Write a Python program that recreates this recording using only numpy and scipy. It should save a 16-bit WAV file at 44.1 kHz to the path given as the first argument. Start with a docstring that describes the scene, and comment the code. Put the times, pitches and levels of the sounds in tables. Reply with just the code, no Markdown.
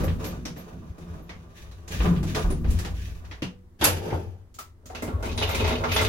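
"""Doors of an old steel lift

A hand works the hinged landing door; someone steps onto the booming floor and presses a button.
The door slams and shudders home, a relay clacks, and folding inner doors rattle along their track.
Impacts and friction excite the damped modes of the steel, while a faint fan hums throughout."""
import sys
import numpy as np
from scipy import signal
from scipy.fft import rfft, irfft, next_fast_len
from scipy.io import wavfile
from scipy.ndimage import uniform_filter1d

SR = 44100
rng = np.random.default_rng(int(sys.argv[2]) if len(sys.argv) > 2 else 0)


def waveform_to_disk(signal):
    """Save audio, clipped to [-1, 1], as 16-bit WAV at the path in sys.argv[1]."""
    frames = np.transpose(np.atleast_2d(signal))
    scaled = np.clip(frames, -1, 1) * 32767
    samples = np.round(scaled).astype(np.int16)
    wavfile.write(sys.argv[1], SR, samples)


N = 268128
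T = np.arange(N) / SR
RING_SIZE = 32768  # samples in one impulse response
RING_FREQS = np.fft.rfftfreq(RING_SIZE, 1 / SR)

# Impacts. Each row: start in seconds, nominal body, clank, clack and tick levels in dB,
# pitch of the struck part in Hz.
SLAM_HITS = [(3.812, -34, -28.5, -29.5, -37, 3450), (3.824, -34.5, -22.5, -27, -43.5, 310),
             (3.841, -34.5, -26.5, -17, -16, 11550), (3.852, -38.5, -22.5, -25.5, -32.5, 2680),
             (3.872, -35.5, -27, -28.5, -45, 487), (4.102, -42, -42, -41.5, -69, 2100),
             (4.126, -30.5, -24.5, -53, -64, 3400)]  # the landing door meets latch and frame, then settles
RELAY_HITS = [(4.542, -73, -75, -54, -54.5, 6960), (4.587, -57, -44.5, -41, -40, 1235),
              (4.857, -48, -59, -50.5, -51.5, 6830)]  # door lock and motor relay
LEAF_HITS = [(4.899, -50, -40, -54.5, -58, 750), (4.949, -44, -40, -37, -49, 2700),
             (5.022, -30, -33.5, -43.5, -38.5, 2120), (5.076, -28.5, -38.5, -44.5, -81, 1365),
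             (5.226, -36.5, -36, -42.5, -44.5, 1480), (5.254, -33.5, -43, -43, -45.5, 910),
             (5.314, -30.5, -68, -38, -53, 396), (5.377, -63, -46, -27.5, -44, 3900),
             (5.414, -37.5, -25, -39.5, -59, 3520), (5.49, -44.5, -30, -36, -41.5, 2860),
             (5.547, -32.5, -34, -30.5, -34.5, 2330), (5.6, -30, -28, -42, -56, 423),
             (5.643, -36, -33, -28, -50, 907), (5.675, -69, -25.5, -37, -40.5, 2780),
             (5.705, -31, -26.5, -37, -64, 3720), (5.838, -54, -23, -32, -51, 1315),
             (5.917, -43, -34, -24.5, -40.5, 2580), (5.962, -44, -24.5, -22, -36, 3450),
             (5.99, -48, -30, -28, -51, 2060), (6.012, -34.5, -27.5, -33.5, -32, 1400)]  # folding leaves knock in their hinges
ENTRY_HITS = [(0.005, -30.5, -32.5, -48, -56, 473), (0.036, -32.5, -30.5, -43.5, -43.5, 540),
              (0.08, -37, -40, -35, -77, 466), (0.242, -31, -41.5, -36.5, -40.5, 550),
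              (0.453, -33, -39, -35.5, -43, 5670), (0.565, -47, -42, -56, -58, 553),
              (0.981, -48, -48, -59, -58, 372), (1.194, -55, -49, -68, -75, 380),
              (1.293, -49, -42, -41, -59, 2130), (1.713, -56, -54, -54.5, -59.5, 3950),
              (1.878, -52, -46, -43, -47, 6800), (2.003, -33.5, -34.5, -30.5, -79, 1180),
              (2.055, -34, -31, -32, -80, 367), (2.162, -50, -47, -39.5, -79, 375),
              (2.229, -50.5, -38.5, -42.5, -43.5, 382), (2.348, -34.5, -38, -27, -36.5, 1600),
              (2.503, -32, -36, -43, -44.5, 390), (2.644, -45, -38, -44, -79, 400),
              (2.704, -32, -59, -45.5, -39, 377), (2.788, -42, -43, -37.5, -38, 1700),
              (2.848, -45.5, -38, -35.5, -45, 780), (3.248, -60.5, -56.5, -51, -65, 1670),
              (3.312, -51, -45, -39, -61, 1970), (3.421, -27.5, -37.5, -32.5, -45.5, 2850)]  # hand, door, shoes and button
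# Edges of the body, clank, clack and tick bands in Hz.
BAND_EDGES_HZ = [130, 400, 1500, 7000, 16000]

# Normal modes. Each row: frequency in Hz, level over the diffuse ring in dB, T60 in seconds.
DOOR_MODES = [(109, 7, 0.99), (303.6, 11.1, 0.23), (353, 2.5, 0.29), (487, 8, 0.33), (593, 5.7, 0.31),
              (781, 4.4, 0.38), (910, 11, .25), (1321, 8.7, 0.22), (1435, 8, 0.19), (2636, 5, 0.12),
              (2603, 5.2, .14), (4665, 7, .08), (8100, 3.1, 0.073), (9780, 8, 0.051), (11700, 6, 0.055),
              (12500, 9.5, 0.058)]
RELAY_MODES = [(953, 2.5, 0.18), (1220, 9.86, .09), (1320, 19, 0.22), (2040, 4, 0.98), (6550, 8.8, 0.2),
               (6850, 7.8, 0.29), (12430, 4.8, 0.23)]
LEAF_MODES = [(237.1, 15.6, 0.6), (366.6, 6.9, 0.33), (382.7, 2.5, 0.29), (433.6, 9.4, 0.41),
              (549, 3.8, 0.074), (638.5, 12.6, 0.38), (904, 7.6, 0.23), (1105, 3.9, 0.23),
              (1376, 8.1, 0.13), (2081, 11, 0.13), (2546, 4.3, 0.072), (3550, 1, 0.084), (3810, 2.2, 0.08),
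              (6600, 4, .05)]
CABIN_MODES = [(186, 11.5, 0.61), (242, 2, 0.78), (303.3, 10.5, 0.15), (492, 13.5, 0.58), (1910, 1.5, .04),
               (2510, 2, 0.028), (2853, -6, 0.071)]
# Diffuse ring of the steel box. Each row: frequency in Hz, base T60 in seconds.
RING_DECAY = [(100, 0.23), (400, 0.28), (1500, 0.26), (5000, 0.23), (14000, 0.2)]
# Stereo width. Each row: frequency in Hz, side minus mid in dB.
STEREO_WIDTH = [(50, -15.5), (140, -14), (260, -10), (500, -5), (1000, 0.5), (12000, 0.5)]
# Resonances of the rollers and of the hinges in Hz.
ROLLER_HZ = [438.4, 618, 820, 917, 1096]
HINGE_HZ = [1220, 2230, 2550, 2900, 3660]

# The landing door shakes on its hinges. Each row: start and hold in seconds, level in dB.
DOOR_SHAKES = [(3.8, .15, -30), (4.11, 0.027, -29), (4.25, 0.021, -34)]
# The closer drags it along the frame. Each row: start and hold in seconds, grind and buzz in dB.
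DOOR_DRAGS = [(3.788, .01, -44, -47), (3.81, .04, -37, -32), (3.9, 0.24, -36, -51),
              (4.04, 0.0703, -34, -51)]
# The inner leaves rattle as they unfold and meet. Each row: start and hold in seconds, level in dB.
RATTLE_BOUTS = [(4.92, 0.34, -62), (5.23, .02, -41), (5.4, 0.016, -31), (5.49, .01, -33.5),
                (5.56, 0.02, -31), (5.66, 0.056, -34), (5.87, .03, -34.5), (5.955, 0.035, -27)]
# Pushes and shifts of weight. Each row: start and hold in seconds, floor sway and wall boom in dB.
PUSHES = [(-0.03, .08, -27.5, -29), (0.27, 0.22, -47, -40), (0.72, 0.059, -42, -42),
          (1.0, .13, -42.5, -42.5), (1.33, 0.021, -54, -49), (1.6, 0.41, -44, -55.5),
          (1.9, 0.068, -32, -37.5), (2.02, 0.15, -26, -25.5), (2.41, 0.19, -29.5, -33),
          (2.62, 0.1, -27.5, -35.5), (2.88, 0.21, -35.5, -52.5)]
# Their bearing as the microphones turn. Each row: time in seconds, left minus right in dB.
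PUSH_PAN = [(0.3, -0.5), (0.6, -3.5), (1.4, -1.5), (1.8, 0)]
# Hand, shoes and clothes rub. Each row: start and hold in seconds, scuff and rustle in dB.
STROKES = [(-0.03, .03, -37, -46.5), (0.18, .03, -38, -48.5), (0.24, 0.027, -43, -47.5),
           (0.55, 0.016, -51.5, -51.5), (0.66, 0.0084, -45.5, -59.5), (1.0, 0.13, -51, -61),
           (1.55, 0.02, -64, -50), (1.9, .05, -41, -37.5), (2.02, 0.034, -31.5, -45.5),
           (2.26, 0.1, -44, -42), (2.34, 0.025, -30, -43), (2.66, .16, -48, -49), (2.94, 0.11, -95, -49)]
# Low thumps, dry slips. Each row: start in seconds, pitch in Hz, peak in dB, length in seconds.
THUMPS = [(0.062, 86, -22, 0.084), (0.896, 75.4, -28, 0.027), (1.098, 79, -32, 0.036),
          (1.989, 56.3, -16, 0.052), (2.04, 173.4, -18, 0.14), (2.429, 41.4, -17.5, 0.069),
          (2.44, 29, -24.5, 0.16), (2.646, 31, -21, 0.091), (2.657, 63.7, -20, 0.086),
          (2.733, 56, -18, 0.043), (3.42, 178.5, -40.5, 0.14), (3.917, 99, -31, 0.048),
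          (4.115, 93.3, -21, 0.072), (5.132, 82, -18, 0.043), (5.429, 78.4, -23.5, 0.058),
          (5.619, 80.5, -20.5, 0.086), (5.692, 238.6, -23, 0.082), (5.976, 79.4, -21, 0.08)]
SQUEAKS = [(0.03, 12040, -35, 0.019), (0.242, 12070, -33.5, 0.032), (0.569, 12050, -41.5, 0.025),
           (1.216, 12000, -54, 0.023), (2.39, 9800, -42, 0.012), (2.499, 9660, -32.5, .012),
           (5.361, 9800, -34.5, 0.039), (5.47, 13000, -35, 0.041), (5.495, 13000, -33, 0.024),
           (5.909, 12740, -29, 0.071), (5.936, 9900, -27, 0.02)]
# Motor hum of the fan. Each row: frequency in Hz, rms level in dB.
FAN_TONES = [(91.5, -61.5), (167, -72.5), (242, -71), (344.5, -75.5)]

# Spectral envelopes. Each row: frequency in Hz, relative spectral density in dB.
DOOR_SHAKE_COLOUR = [(20, -24.5), (50, 8.5), (75, 8), (93, 24.5), (108, 17.5), (140, -61.5)]
GRIND_COLOUR = [(100, -17.5), (160, 2), (240, -4), (300, -13), (370, -0.5), (520, -7.5), (650, -8),
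                (850, -9.5), (1100, -17.5), (1500, -21.5), (2500, -49)]
BUZZ_COLOUR = [(900, -22.5), (1600, -3), (2800, -3), (4200, -10), (6000, -9.5), (8000, -18), (12000, -14.5),
               (16000, -22.5)]
TRACK_SWAY_COLOUR = [(20, -13), (50, 8), (65, 10), (83, 10), (105, 9.5), (150, -55)]
ROLLER_COLOUR = [(100, 1), (150, 8), (200, -7), (240, -1), (290, -2.5), (420, 0.5), (650, -7), (1000, -8.5),
                 (1500, -12), (2500, -34.5)]
HINGE_COLOUR = [(900, -21), (1600, -1), (2600, 4.5), (4000, 3), (5200, -3), (6500, -6), (7800, -17),
                (10000, -13), (13000, -11.5), (16000, -43)]
FLOOR_SWAY_COLOUR = [(20, 8.5), (30, 0), (42, -6.5), (56, 23), (70, 15), (86, 18), (100, 13), (118, -9),
                     (150, -43)]
WALL_BOOM_COLOUR = [(110, -19), (145, -5), (163, -3), (173, 2.5), (186, -6), (205, -13), (240, -8),
                    (275, -19), (340, -16.5), (450, -29.5), (700, -76.5)]
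SCUFF_COLOUR = [(250, -16), (330, 2), (480, -1), (650, -3), (1000, -3.5), (1500, -6.5), (2500, -36)]
RUSTLE_COLOUR = [(900, -34), (1600, 13.5), (2700, 12), (4500, 6.5), (6500, 7), (7800, -2.5), (12500, -0.5),
                 (16000, -4)]
FAN_COLOUR = [(25, -1.5), (60, 0), (92, 4), (134, -11.5), (242, -24), (354, -13.5), (500, -27.5),
              (1000, -30.5), (1500, -36.5), (2000, -37.5), (2500, -44), (16000, -51.5)]


def landing_door():
    """Impact and sliding friction: the door strikes latch and frame, shudders and grinds home."""
    shake = swells(DOOR_SHAKES, attack_s=0.017, t60_s=0.54) * rumble(DOOR_SHAKE_COLOUR, steady_s=0.06)
    grind, buzz = swells(DOOR_DRAGS, attack_s=0.017, t60_s=0.58)
    grinding = grind * friction(GRIND_COLOUR, DOOR_MODES, per_s=700, scatter_db=2.9)
    buzzing = buzz * friction(BUZZ_COLOUR, [], per_s=900, scatter_db=4.7)
    slam = impacts(SLAM_HITS, DOOR_MODES, ring_scale=0.89, bass_db=3.5, top_db=-13,
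                   treble_pan_db=-2, part_db=7, part_q=9)  # the latch is on the right
    return shake + grinding + buzzing + slam


def folding_doors():
    """Rolling contact: sway and roller noise grow as powers of motor speed, while loose hinges rattle."""
    motor_start_s, spin_up_s = 4.732, 0.7
    speed = 1 - np.exp(-np.maximum(T - motor_start_s, 0) / spin_up_s)
    rattle = swells(RATTLE_BOUTS, attack_s=0.025, t60_s=0.5)
    rollers = joints(ROLLER_COLOUR, ROLLER_HZ, per_s=80, scatter_db=4, load_shift_db=9)
    hinges = joints(HINGE_COLOUR, HINGE_HZ, per_s=45, scatter_db=4.5, load_shift_db=5)
    sway = undb(-26.5) * speed ** 1.42 * wobble() * rumble(TRACK_SWAY_COLOUR, steady_s=0.08)
    return sway + undb(-27.5) * speed ** 1.88 * rollers + rattle * hinges


def leaf_clatter():
    """Backlash: the folding leaves knock in their hinges and ring at their normal modes."""
    return impacts(LEAF_HITS, LEAF_MODES, ring_scale=1.22, bass_db=-9, top_db=-5.5,
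                   treble_pan_db=2.5, part_db=7, part_q=18)


def relay():
    """Brief contact gives a broad spectrum: the lock and motor relay pull in with bright clacks."""
    return impacts(RELAY_HITS, RELAY_MODES, ring_scale=0.97, bass_db=-2, top_db=1,
                   treble_pan_db=2, part_db=5.5, part_q=8.8)


def passenger():
    """Structure-borne sound: weight shakes the cabin, shoes and clothes rub, hand and feet knock."""
    sway, boom = swells(PUSHES, attack_s=0.019, t60_s=1.29)
    floor = sway * wobble() * rumble(FLOOR_SWAY_COLOUR, steady_s=0.04)
    walls = boom * rumble(WALL_BOOM_COLOUR, steady_s=0.075)
    bearing = pan_gains(np.interp(T, *np.transpose(PUSH_PAN)))
    scuff, rustle = swells(STROKES, attack_s=0.028, t60_s=0.52)
    shuffle = envelope(0, attack_s=0.028, hold_s=3.35, t60_s=0.52)  # faint motion between strokes
    shoes = np.hypot(scuff, undb(-56) * shuffle) * friction(SCUFF_COLOUR, [], per_s=500, scatter_db=4.4)
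    rustle = np.hypot(rustle, undb(-64.5) * shuffle)
    clothes = rustle * friction(RUSTLE_COLOUR, [], per_s=400, scatter_db=3.8)
    knocks = impacts(ENTRY_HITS, CABIN_MODES, ring_scale=0.97, bass_db=1, top_db=-10.5,
                     treble_pan_db=1.5, part_db=4.5, part_q=10.5)
    return (floor + walls) * bearing + shoes + clothes + knocks


def thumps():
    """Tone bursts: soft low thumps of a few cycles, from bumps in the cabin and microphone handling."""
    out = np.zeros((2, N))
    for start_s, hz, db, length_s in THUMPS:
        t = np.arange(int(length_s * SR)) / SR
        add(out, start_s, undb(db) * np.sin(np.pi * t / length_s) * np.sin(2 * np.pi * hz * t))
    return out


def squeaks():
    """Frictional excitation: dry metal slips and drives a high resonance that lingers in the cabin."""
    out, half_width_hz = np.zeros((2, N)), 450
    for start_s, hz, db, length_s in SQUEAKS:
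        slip = rng.standard_normal(RING_SIZE) * (np.arange(RING_SIZE) < length_s * SR)
        resonance = 1 / (1 + 1j * (RING_FREQS - hz) / half_width_hz) ** 2
        chirp = irfft(rfft(slip) * steel([], ring_scale=0.7) * resonance)
        add(out, start_s, undb(db) * chirp / np.abs(chirp).max())
    return out


def fan():
    """Broadband and tonal noise: softly moving air over a wavering motor hum."""
    hum = 0
    for hz, db in FAN_TONES:
        pitch_hz = hz * (1 + 0.018 * wander(per_s=5.9))
        hum += undb(db) * np.sqrt(2) * np.sin(2 * np.pi * np.cumsum(pitch_hz) / SR)
    return hum + undb(-52) * rumble(FAN_COLOUR, steady_s=0.86)


def impacts(table, modes, ring_scale, bass_db, top_db, treble_pan_db, part_db, part_q):
    """Source and filter: each knock rings the steel with its own body, clank, clack and tick levels."""
    out, edges = np.zeros((2, N)), np.array(BAND_EDGES_HZ)
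    centres = np.sqrt(edges[:-1] * edges[1:])
    bandwidth_db = 10 * np.log10(np.diff(edges) / (SR / 2))
    # the far microphone lies in an acoustic shadow for treble
    shadow = pan_gains(over_bins([(4000, 0), (11000, treble_pan_db)], RING_SIZE))
    for start_s, *bands_db, part_hz in table:
        body, clank, clack, tick = np.array(bands_db) - bandwidth_db
        colour = [(40, body + bass_db - 29.5), (90, body + bass_db),
                  *zip(centres[:3], (body, clank, clack)), (6400, 0.53 * clack + 0.41 * tick - 0.5),
                  (7600, tick + 0.5), (12300, tick - 2.5), (15000, tick + top_db)]
        ring = steel(modes, ring_scale) * minimum_phase(colour, RING_SIZE)
        add(out, start_s, irfft(ring * loose_part(part_hz, part_db, part_q) * shadow))
    return out


def steel(modes, ring_scale):
    """Modal superposition: the stereo spectrum of a diffuse ring with a few modes standing out."""
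    t = np.arange(RING_SIZE) / SR
    noise = rfft(rng.standard_normal((2, RING_SIZE)))
    ring_hz, ring_s = np.transpose(RING_DECAY)
    diffuse = 0
    for share, t60 in zip(np.eye(len(RING_DECAY)), ring_s * ring_scale):
        band = irfft(noise * np.interp(np.log(RING_FREQS + 1), np.log(ring_hz), share))
        diffuse += band * np.exp(-np.log(1000) * t / t60)
    build_up = 1 - np.exp(-t / 0.0036) / 2  # wall echoes join the direct sound
    mid, side = rfft(diffuse * build_up)
    diffuse_rms = np.sqrt(np.mean(np.abs(mid) ** 2))
    for hz, db, t60 in modes:
        half_width = np.log(1000) / (2 * np.pi * t60)
        peak = diffuse_rms * undb(db) * half_width / (half_width + 1j * (RING_FREQS - hz))
        phase = np.exp(2j * np.pi * rng.random(2))  # each blow lands on another spot
        mid, side = mid + phase[0] * peak, side + phase[1] * peak
    width = undb(over_bins(STEREO_WIDTH, RING_SIZE))
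    return np.array([mid + width * side, mid - width * side]) / np.sqrt(1 + width ** 2)


def loose_part(hz, gain_db, q):
    """Sympathetic resonance: a small part rings along; at a given Q, higher pitches die sooner."""
    return 1 + undb(gain_db) / (1 + 2j * q * (RING_FREQS - hz) / hz)


def friction(colour, modes, per_s, scatter_db, part=1):
    """Shot noise: small random contacts keep the steel, and any loose part, ringing; rms near 1."""
    size = N + RING_SIZE
    onsets = np.flatnonzero(rng.random(size) < per_s / SR)
    strength, sign = rng.random((len(onsets), 2)).T
    contacts = np.zeros(size)
    contacts[onsets] = np.sign(sign - 0.5) * undb(scatter_db * np.minimum(-np.log(strength), 4))
    ring = irfft(steel(modes, ring_scale=1) * minimum_phase(colour, RING_SIZE) * part)
    return steady(signal.oaconvolve(contacts[None], ring, axes=1)[:, RING_SIZE:size], span_s=0.22)


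def joints(colour, pitches_hz, per_s, scatter_db, load_shift_db):
    """Load sharing: constant total power shifts among joints, each with its own resonance."""
    load = np.array([undb(load_shift_db * wander(per_s=16)) for _ in pitches_hz])
    load /= np.sqrt(np.sum(load ** 2, axis=0))
    parts = [loose_part(hz, gain_db=10.5, q=14.5) for hz in pitches_hz]
    return sum(share * friction(colour, LEAF_MODES, per_s, scatter_db, part)
               for share, part in zip(load, parts))


def rumble(colour, steady_s):
    """Filtered noise whose long waves reach both microphones nearly alike; rms near 1."""
    size = next_fast_len(N, True)
    mid, side = irfft(rfft(rng.standard_normal((2, size))) * undb(over_bins(colour, size)), size)
    side = irfft(rfft(side) * undb(over_bins(STEREO_WIDTH, size)), size)
    return steady(np.array([mid + side, mid - side])[:, :N], steady_s)


def swells(table, attack_s, t60_s):
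    """Incoherent addition: overlapping events sum in power, giving one gain curve per dB column."""
    power = sum(np.outer(undb(levels), envelope(start_s, attack_s, hold_s, t60_s)) ** 2
                for start_s, hold_s, *levels in table)
    return np.sqrt(power)


def envelope(start_s, attack_s, hold_s, t60_s):
    """Exponential decay after a linear rise and a hold."""
    age = T - start_s
    decay_s = np.maximum(age - attack_s - hold_s, 0)
    return np.clip(age / attack_s, 0, 1) * np.exp(-np.log(1000) * decay_s / t60_s)


def wobble(depth_db=2.5):
    """Random amplitude modulation: the cabin sways unevenly."""
    return undb(depth_db * wander(per_s=14))


def wander(per_s):
    """Linear interpolation of Gaussian values: a slow drift with spread near 1."""
    count = int(T[-1] * per_s) + 2
    return np.interp(T, np.arange(count) / per_s, rng.standard_normal(400)[:count])


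def steady(sound, span_s):
    """Normalisation by running power holds the rms near 1."""
    power = uniform_filter1d(np.mean(sound ** 2, axis=0), int(span_s * SR) + 1)
    return sound / np.sqrt(np.maximum(power, 1e-12))


def minimum_phase(points, size):
    """Causality: a response through (Hz, dB) points in which nothing sounds before the blow."""
    cepstrum = irfft(np.log(undb(over_bins(points, size))))
    cepstrum[1:size // 2] *= 2
    cepstrum[size // 2 + 1:] = 0
    return np.exp(rfft(cepstrum))


def over_bins(points, size):
    """Log-frequency interpolation of (Hz, value) points at every bin."""
    hz, value = np.transpose(points)
    return np.interp(np.log(np.fft.rfftfreq(size, 1 / SR) + 1), np.log(hz), value)


def pan_gains(left_minus_right_db):
    """A level difference split evenly between two channels."""
    return undb(np.array([left_minus_right_db, -left_minus_right_db]) / 2)


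def undb(db):
    """Decibels to amplitude ratio."""
    return 10 ** (np.asarray(db) / 20)


def add(out, start_s, sound):
    """Superpose a sound from its start time on."""
    start = max(int(start_s * SR), 0)
    out[:, start:start + sound.shape[-1]] += sound[..., :N - start]


def scene():
    """Linear superposition of all sources in the cabin."""
    return (passenger() + landing_door() + folding_doors() + relay() + leaf_clatter()
            + thumps() + squeaks() + fan())


def record(dry):
    """Transduction: more bass on the left, more treble on the right, soft saturation and a low-pass."""
    balance_db = over_bins([(30, -3.0), (70, 2.5), (140, 1.8), (600, 0), (4000, -0.3), (12000, -2.5)], N)
    tinted = irfft(rfft(dry) * pan_gains(balance_db), N)
    ceiling, cutoff_hz = 0.75, 15950
    rounded = ceiling * np.tanh(tinted / ceiling)
    return signal.sosfilt(signal.ellip(10, 0.2, 80, cutoff_hz, fs=SR, output="sos"), rounded)


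dry = scene()
out = record(dry)
waveform_to_disk(out)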